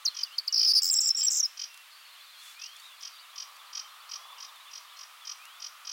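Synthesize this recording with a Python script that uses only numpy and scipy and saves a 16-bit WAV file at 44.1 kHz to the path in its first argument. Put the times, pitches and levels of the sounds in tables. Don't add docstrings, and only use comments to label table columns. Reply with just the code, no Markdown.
import sys
import numpy as np
from scipy import signal
from scipy.fft import rfft, irfft, next_fast_len
from scipy.io import wavfile
from scipy.ndimage import map_coordinates

SR = 44100
rng = np.random.default_rng(int(sys.argv[2]) if len(sys.argv) > 2 else 0)


def waveform_to_disk(signal):
    frames = np.transpose(np.atleast_2d(signal))
    scaled = np.clip(frames, -1, 1) * 32767
    samples = np.round(scaled).astype(np.int16)
    wavfile.write(sys.argv[1], SR, samples)


N = 261072
TIME = np.arange(N) / SR

# start in seconds, level in dB.
CHIPS = [(.232, -22), (.382, -20.5), (0.477, -23)]
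# delay in seconds, length in seconds,
# start, middle and end pitch in Hz, level in dB.
CHIP_FIGURE = [(-.003, .003, 7250, 6150, 5330, -20), (0, 0.0086, 5100, 4890, 4250, -0.5)]
# start in seconds, length in seconds, start Hz, end Hz, level in dB.
SLURS = [(.049, 0.022, 7240, 4230, -23), (0.5233, 0.01, 6950, 4670, -24),
         (0.938, 0.0089, 6630, 5090, -23.5), (1.003, .011, 8140, 6770, -19),
         (1.0105, .009, 6600, 5110, -25), (1.079, .011, 8200, 6730, -21), (1.087, 0.0094, 6700, 5030, -21),
         (1.392, 0.02, 7900, 5180, -20), (1.425, 0.022, 6100, 5370, -22.5)]
SLUR_SAG = 0.15
# start in seconds, length in seconds,
# held pitch in Hz, level in dB.
LOW_PIPS = [(.075, .014, 4260, -29), (0.66, 0.011, 5180, -22), (.733, .013, 5240, -21.5),
            (0.898, 0.008, 5280, -21), (0.95, 0.0083, 5350, -26), (0.985, 0.011, 5366, -20),
            (1.056, 0.014, 5387, -25), (1.102, 0.013, 5374, -19.5), (1.145, 0.016, 5540, -27.5),
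            (1.216, 0.0092, 5520, -23.5), (1.264, 0.019, 5840, -21), (1.281, 0.0071, 5606, -17),
            (1.445, 0.024, 5184, -27)]
SCOOP, PIP_END = 0.083, 1.004
# start in seconds, length in seconds, level in dB.
HIGH_PIPS = [(.908, 0.013, -19), (0.923, 0.005, -22), (1.227, 0.019, -22), (1.243, 0.017, -19.5)]
# start, middle and end in Hz.
HIGH_PIP_HZ = (7730, 7540, 7200)
# delay in seconds, length in seconds,
# start, middle and end pitch in Hz, level in dB.
RATTLE = [(0, 0.0094, 4530, 4940, 5660, -28.5), (.006, 0.00857, 6150, 5190, 4470, -19.5),
          (.013, .006, 5600, 5100, 4650, -27)]
FORK = [(0, 0.0085, 5250, 5260, 4550, -25), (.0005, 0.0052, 5450, 7300, 7700, -25.5)]
JINGLE = [(0, 0.0081, 7600, 7420, 7350, -22.5), (.0055, .0075, 5800, 5450, 5100, -25)]
CASCADE = [(0, 0.0084, 7910, 7290, 6800, -23), (.0045, .008, 7100, 6150, 4570, -25)]
# start in seconds, number of repeats, period in seconds, gain in dB,
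# lift of the overtones in dB, figure repeated.
TRILLS = [(.535, 7, .0176, -1, -3.5, RATTLE), (0.8186, 7, .0112, -0.5, 14.5, FORK),
          (0.958, 2, .0105, 2, 4, JINGLE), (1.016, 4, .0114, -2.5, -2, JINGLE),
          (1.069, 1, .0114, 0, -1, JINGLE), (1.166, 4, .0116, -2.5, 6, JINGLE),
          (1.3008, 7, .0129, 0, 3, CASCADE)]
# start in seconds, length in seconds, start Hz, end Hz, upward flick in Hz,
# first and last flutter rate per second, level at the end in dB.
BUZZES = [(0.669, 0.056, 4870, 4690, 982, 410, 324, -19.5), (0.747, .049, 4860, 4727, 956, 422, 310, -18),
          (0.928, .015, 7570, 7200, 550, 820, 450, -17)]
# multiple of the pitch, level in dB.
BUZZ_OVERTONES = [(2, -25), (3, -33)]
# multiple of the pitch, level in dB.
NOTE_OVERTONES = [(2, -33), (3, -32)]
# frequency in Hz, gain in dB.
BILL = [(3000, 1), (4200, 5), (4700, 0.5), (5300, 0.5), (6000, -2), (6600, -5), (7500, -5.5), (8400, 2),
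        (9000, 3), (9900, 2.5), (11000, -5.5), (12500, 5.5), (14700, 8.5)]
# delay in seconds, level in dB.
NEAR_ECHOES = [(.0052, -16), (.0098, -18.5)]

# centre of the first pulse in seconds, level in dB.
SCRATCHY_CALLS = [(0.151, -34), (0.591, -32), (1.190, -33.5), (1.578, -33), (2.6, -38.5), (3.013, -38),
                  (3.363, -36), (3.735, -33.5), (4.098, -36), (4.387, -40.5), (4.717, -41), (4.973, -43),
                  (5.256, -36), (5.605, -37), (5.855, -35.5)]
# frequency in Hz, gain in dB.
CALL_THROAT = [(1800, -26.5), (2450, -14), (2800, -20), (3120, -6), (3700, -17), (4400, -11), (4750, -1),
               (5000, 0.5), (5350, -5), (5730, 2.5), (6030, -11.5), (6330, -5.5), (6800, -38),
               (9000, -28.5)]
PULSE_PERIOD_S, PULSE_S, PULSE_HZ = .0212, .0178, 636.3
PULSE_ACCENTS_DB = [-8.5, -.5, 0.5, -1.5]

# start in seconds, length in seconds, level in dB.
UPSLURS = [(2.519, 0.3, -52), (5.351, 0.26, -56.5)]
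UPSLUR_HZ = (2240, 3620)
# start in seconds, length in seconds,
# start Hz, end Hz, level in dB.
STRAIGHT_WHISTLES = [(.09, 0.13, 3630, 3030, -53.5), (0.306, 0.048, 2680, 3200, -48.5),
                     (1.678, 0.16, 2746, 2710, -57), (2.369, 0.17, 3330, 3526, -54),
                     (2.69, 0.095, 4330, 4170, -61), (2.83, 0.13, 3850, 3330, -57.5),
                     (3.083, 0.14, 4640, 4750, -57.5), (3.15, .052, 3570, 4010, -56.5),
                     (4.183, .19, 3330, 3550, -55.5), (4.654, 0.063, 3450, 2420, -54),
                     (4.897, .064, 3750, 3020, -56), (5.209, 0.058, 3573, 3090, -54.5)]
# start in seconds, end in seconds, notes per second, level in dB.
TWITTER_BOUTS = [(0, .55, 23.5, -56), (1.899, 2.4, 82.3, -60), (2.398, 5.0, 38, -60)]

# start in seconds, length in seconds, level in dB.
PUFFS = [(2.342, .26, -54), (2.727, 0.2, -60.5)]
# start in seconds, level in dB.
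GRASS_TICKS = [(1.7428, -40), (1.775, -40), (2.7654, -43), (2.7986, -43), (3.024, -39.5), (3.5655, -45),
               (4.558, -45), (5.4538, -38.5)]
# frequency in Hz, level in dB.
GRASS_SPECTRUM = [(1000, -7), (2500, 0.5), (7000, 2), (11000, -2.5), (15500, -13)]
# time in seconds, level in dB, centre in Hz.
TRAFFIC = [(0.0, -56, 1217), (0.94, -64.5, 1248), (2.14, -63, 1158), (2.51, -61.5, 1296), (2.85, -60, 1137),
           (3.18, -58.5, 1223), (3.51, -53, 1139), (4.01, -53, 1223), (4.32, -50.5, 1098),
           (4.57, -56.5, 1115), (5.77, -54, 1291), (5.92, -54, 1237)]
# frequency in Hz, level in dB.
ROAD_SPECTRUM = [(150, -79), (300, -50), (550, -19.5), (900, -9), (1020, -2.5), (1160, 2), (1330, -2),
                 (1550, -19), (2500, -31)]
ROAD_HZ = 1172.6
# frequency in Hz, level in dB.
AIR_SPECTRUM = [(30, -31.5), (120, -42), (180, -46), (280, -38.5), (390, -32), (575, -17.5), (920, -10),
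                (1140, -4.5), (1550, -4), (2690, -2.5), (3400, -3), (4540, -6.5), (6050, -12.5),
                (15500, -15.5)]


def from_db(db):
    return 10 ** (np.asarray(db) / 20)


def rms_one(x):
    return x / np.sqrt(np.mean(x ** 2) + 1e-20)


def gain_at(points, hz):
    f, db = np.transpose(points)
    return from_db(np.interp(np.log(hz + 1e-3), np.log(f), db))


def coloured(x, points):
    response = gain_at(points, np.fft.rfftfreq(len(x), 1 / SR))
    return irfft(rfft(x) * response, len(x))


def noise(points):
    white = rng.standard_normal(next_fast_len(N))
    return rms_one(coloured(white, points)[:N])


def high_pass(x, hz):
    return signal.sosfilt(signal.butter(4, hz, "high", fs=SR, output="sos"), x + 1e-18)


def wobble(t, rate):
    return np.interp(t * rate, np.arange(256), rng.standard_normal(256))


def add(out, s, sound):
    at = max(int(round(s * SR)), 0)
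    part = sound[:max(N - at, 0)]
    out[at:at + len(part)] += part


def span(length):
    t = np.arange(max(int(length * SR), 8)) / SR
    return t, np.linspace(0, 1, len(t))


def swell(u, edge):
    nearest_end = np.minimum(u, 1 - u)
    return np.sin(np.pi / 2 * np.clip(nearest_end / edge, 0, 1)) ** 2


def tone(hz, loudness, overtones, purity=6.4):
    phase = 2 * np.pi * np.cumsum(hz) / SR
    upper = 0
    for k, db in overtones:
        below_nyquist = k * hz < SR / 2
        upper = upper + from_db(db) * np.sin(k * phase) * below_nyquist
    richness = loudness * np.minimum(5000 / hz, 1) ** purity
    return np.sqrt(2) * loudness * (np.sin(phase) + upper * richness)


def scatter(x, t60, wet_db):
    t = TIME[:SR // 2]
    tail = rng.standard_normal(len(t)) * from_db(-60 * t / t60) * (t > .004)
    return from_db(wet_db) * signal.fftconvolve(x, tail / np.linalg.norm(tail))[:N]


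def bunting():
    song = np.zeros(N)
    for s, *shape in song_notes():
        add(song, s, note(*shape))
    for s, *shape in BUZZES:
        add(song, s, buzz(*shape))
    sums = high_pass(song ** 2, 8500)
    breath = noise([(100, -12.5), (2000, 2.0), (9000, -19), (16000, -28)])
    rasp = high_pass(song * breath, 2500)
    song = coloured(song + from_db(-8) * sums + from_db(-31) * rasp, BILL)
    out = song + scatter(song, t60=0.04, wet_db=-9) + scatter(song, t60=0.52, wet_db=-23.5)
    for delay, db in NEAR_ECHOES:
        add(out, delay, from_db(db) * song)
    return out


def song_notes():
    notes = []
    for s, db in CHIPS:
        for delay, *shape, part_db in CHIP_FIGURE:
            notes.append((s + delay, *shape, db + part_db))
    for s, length, top, low, db in SLURS:
        middle = (top + low) / 2 - SLUR_SAG * (top - low)
        notes.append((s, length, top, middle, low, db))
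    for s, length, hz, db in LOW_PIPS:
        notes.append((s, length, hz * (1 - SCOOP), hz, hz * PIP_END, db))
    for s, length, db in HIGH_PIPS:
        notes.append((s, length, *HIGH_PIP_HZ, db))
    for s, count, period, gain_db, harsh_db, figure in TRILLS:
        for k in range(count):
            for delay, length, *pitches, db in figure:
                pitches = np.multiply(pitches, 1 + 0.0096 * rng.normal())
                level_db = db + gain_db + .93 * rng.normal()
                notes.append((s + k * period + delay, length, *pitches, level_db, harsh_db))
    return notes


def note(length, start_hz, middle_hz, end_hz, db, harsh_db=0):
    t, u = span(length)
    arc = np.polyfit([0, .5, 1], [start_hz, middle_hz, end_hz], 2)
    hz = np.polyval(arc, u)
    unsteady = min(0.0097 / length, 1) ** 2
    loudness = swell(u, 0.32) * from_db(unsteady * 1.55 * wobble(t, 600))
    overtones = [(k, level_db + harsh_db) for k, level_db in NOTE_OVERTONES]
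    trembling_hz = hz * (1 + unsteady * 0.025 * wobble(t, 900))
    return from_db(db) * tone(trembling_hz, loudness, overtones)


def buzz(length, start_hz, end_hz, flick_hz, first_rate, last_rate, db):
    choke, lag, sharp = 0.52, 0.5, 1.93
    t, u = span(length)
    rate = (first_rate + (last_rate - first_rate) * u) * (1 + 0.043 * wobble(t, 270))
    flutter = 2 * np.pi * np.cumsum(rate) / SR
    flick = np.exp(sharp * (np.cos(flutter) - 1))
    hz = start_hz + (end_hz - start_hz) * u + flick_hz * flick
    closing = choke * np.exp(sharp * (np.cos(flutter - lag) - 1))
    opening = swell(u, 0.11) * (1 - closing)
    growth = from_db(db + 3 * (u - 1))
    return growth * tone(hz * (1 + 0.0057 * wobble(t, 1200)), opening, BUZZ_OVERTONES)


def scratchy_bird():
    arch, crest = 0.785, 0.379
    out, multiples = np.zeros(N), np.arange(3, 14)[:, None]
    for s, db in SCRATCHY_CALLS:
        for k, accent_db in enumerate(PULSE_ACCENTS_DB):
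            t, u = span(PULSE_S)
            hz = PULSE_HZ * (1 - arch * (u - crest) ** 2 + 0.013 * wobble(t, 1200) + 0.0079 * rng.normal())
            start_phases = rng.uniform(0, 2 * np.pi, multiples.shape)
            phases = multiples * 2 * np.pi * np.cumsum(hz) / SR + start_phases
            harmonics = gain_at(CALL_THROAT, multiples * hz) * np.sin(phases)
            pulse = rms_one(np.sum(harmonics, axis=0))
            start = s + k * PULSE_PERIOD_S - PULSE_S / 2
            add(out, start, from_db(db + accent_db) * swell(u, 0.43) * pulse)
    out = high_pass(out, 1200)
    return out + scatter(out, t60=0.29, wet_db=-9)


def distant_birds():
    whistles, twitter = distant_whistles(), distant_twitter()
    return whistles + twitter + scatter(from_db(-4.5) * whistles + twitter, t60=0.12, wet_db=-3)


def distant_whistles():
    whistles = np.zeros(N)
    for s, length, db in UPSLURS:
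        add(whistles, s, whistle(length, *UPSLUR_HZ, db, ease=0.72, edge=0.2))
    for s, *shape, db in STRAIGHT_WHISTLES:
        add(whistles, s, whistle(*shape, db, ease=0, edge=0.062))
    return from_db(-2) * whistles * from_db(2.5 * wobble(TIME, 40))


def whistle(length, start_hz, end_hz, db, ease, edge):
    t, u = span(length)
    progress = u + ease * (np.sin(np.pi / 2 * u) ** 2 - u)
    hz = (start_hz + (end_hz - start_hz) * progress) * (1 + 0.0066 * wobble(t, 90))
    return from_db(db) * tone(hz, swell(u, edge), NOTE_OVERTONES)


def distant_twitter():
    twitter = np.zeros(N)
    for start, end, per_s, db in TWITTER_BOUTS:
        count = int((end - start) * per_s)
        for k, (when, length, pitch, glide, loud) in enumerate(rng.random((count, 5))):
            hz = 2700 + 1950 * pitch
            slide = 900 * (glide - .5)
            chirp = note(.01 + 0.0373 * length, hz - slide, hz, hz + slide, db + 6 * (loud - .5))
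            add(twitter, start + (k + when) / per_s, chirp)
    return twitter


def grass():
    level = np.full(N, from_db(-75))
    for s, length, db in PUFFS:
        add(level, s, from_db(db) * swell(span(length)[1], 0.47))
    t = TIME[:SR // 50]
    for s, db in GRASS_TICKS:
        add(level, s, from_db(db - 4 - 60 * t / 0.017))
    return high_pass(level * noise(GRASS_SPECTRUM), 900)


def far_road():
    s, db, hz = np.transpose(TRAFFIC)
    travelled = np.cumsum(np.interp(TIME, s, hz / ROAD_HZ))
    pattern = rms_one(coloured(rng.standard_normal(N), ROAD_SPECTRUM))
    tyres = map_coordinates(pattern, [travelled], mode="grid-wrap")
    return from_db(np.interp(TIME, s, db) - 2) * tyres


def air():
    return from_db(-53.5) * noise(AIR_SPECTRUM)


def hum():
    return from_db(-104) * np.sqrt(2) * np.sin(2 * np.pi * 82.7 * TIME)


def scene():
    birds = bunting() + scratchy_bird() + distant_birds()
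    return (birds + grass() + far_road() + air() + hum())[None]


def record(dry):
    return signal.sosfilt(signal.ellip(10, .1, 80, 15900, fs=SR, output="sos"), dry)


dry = scene()
out = record(dry)
waveform_to_disk(out)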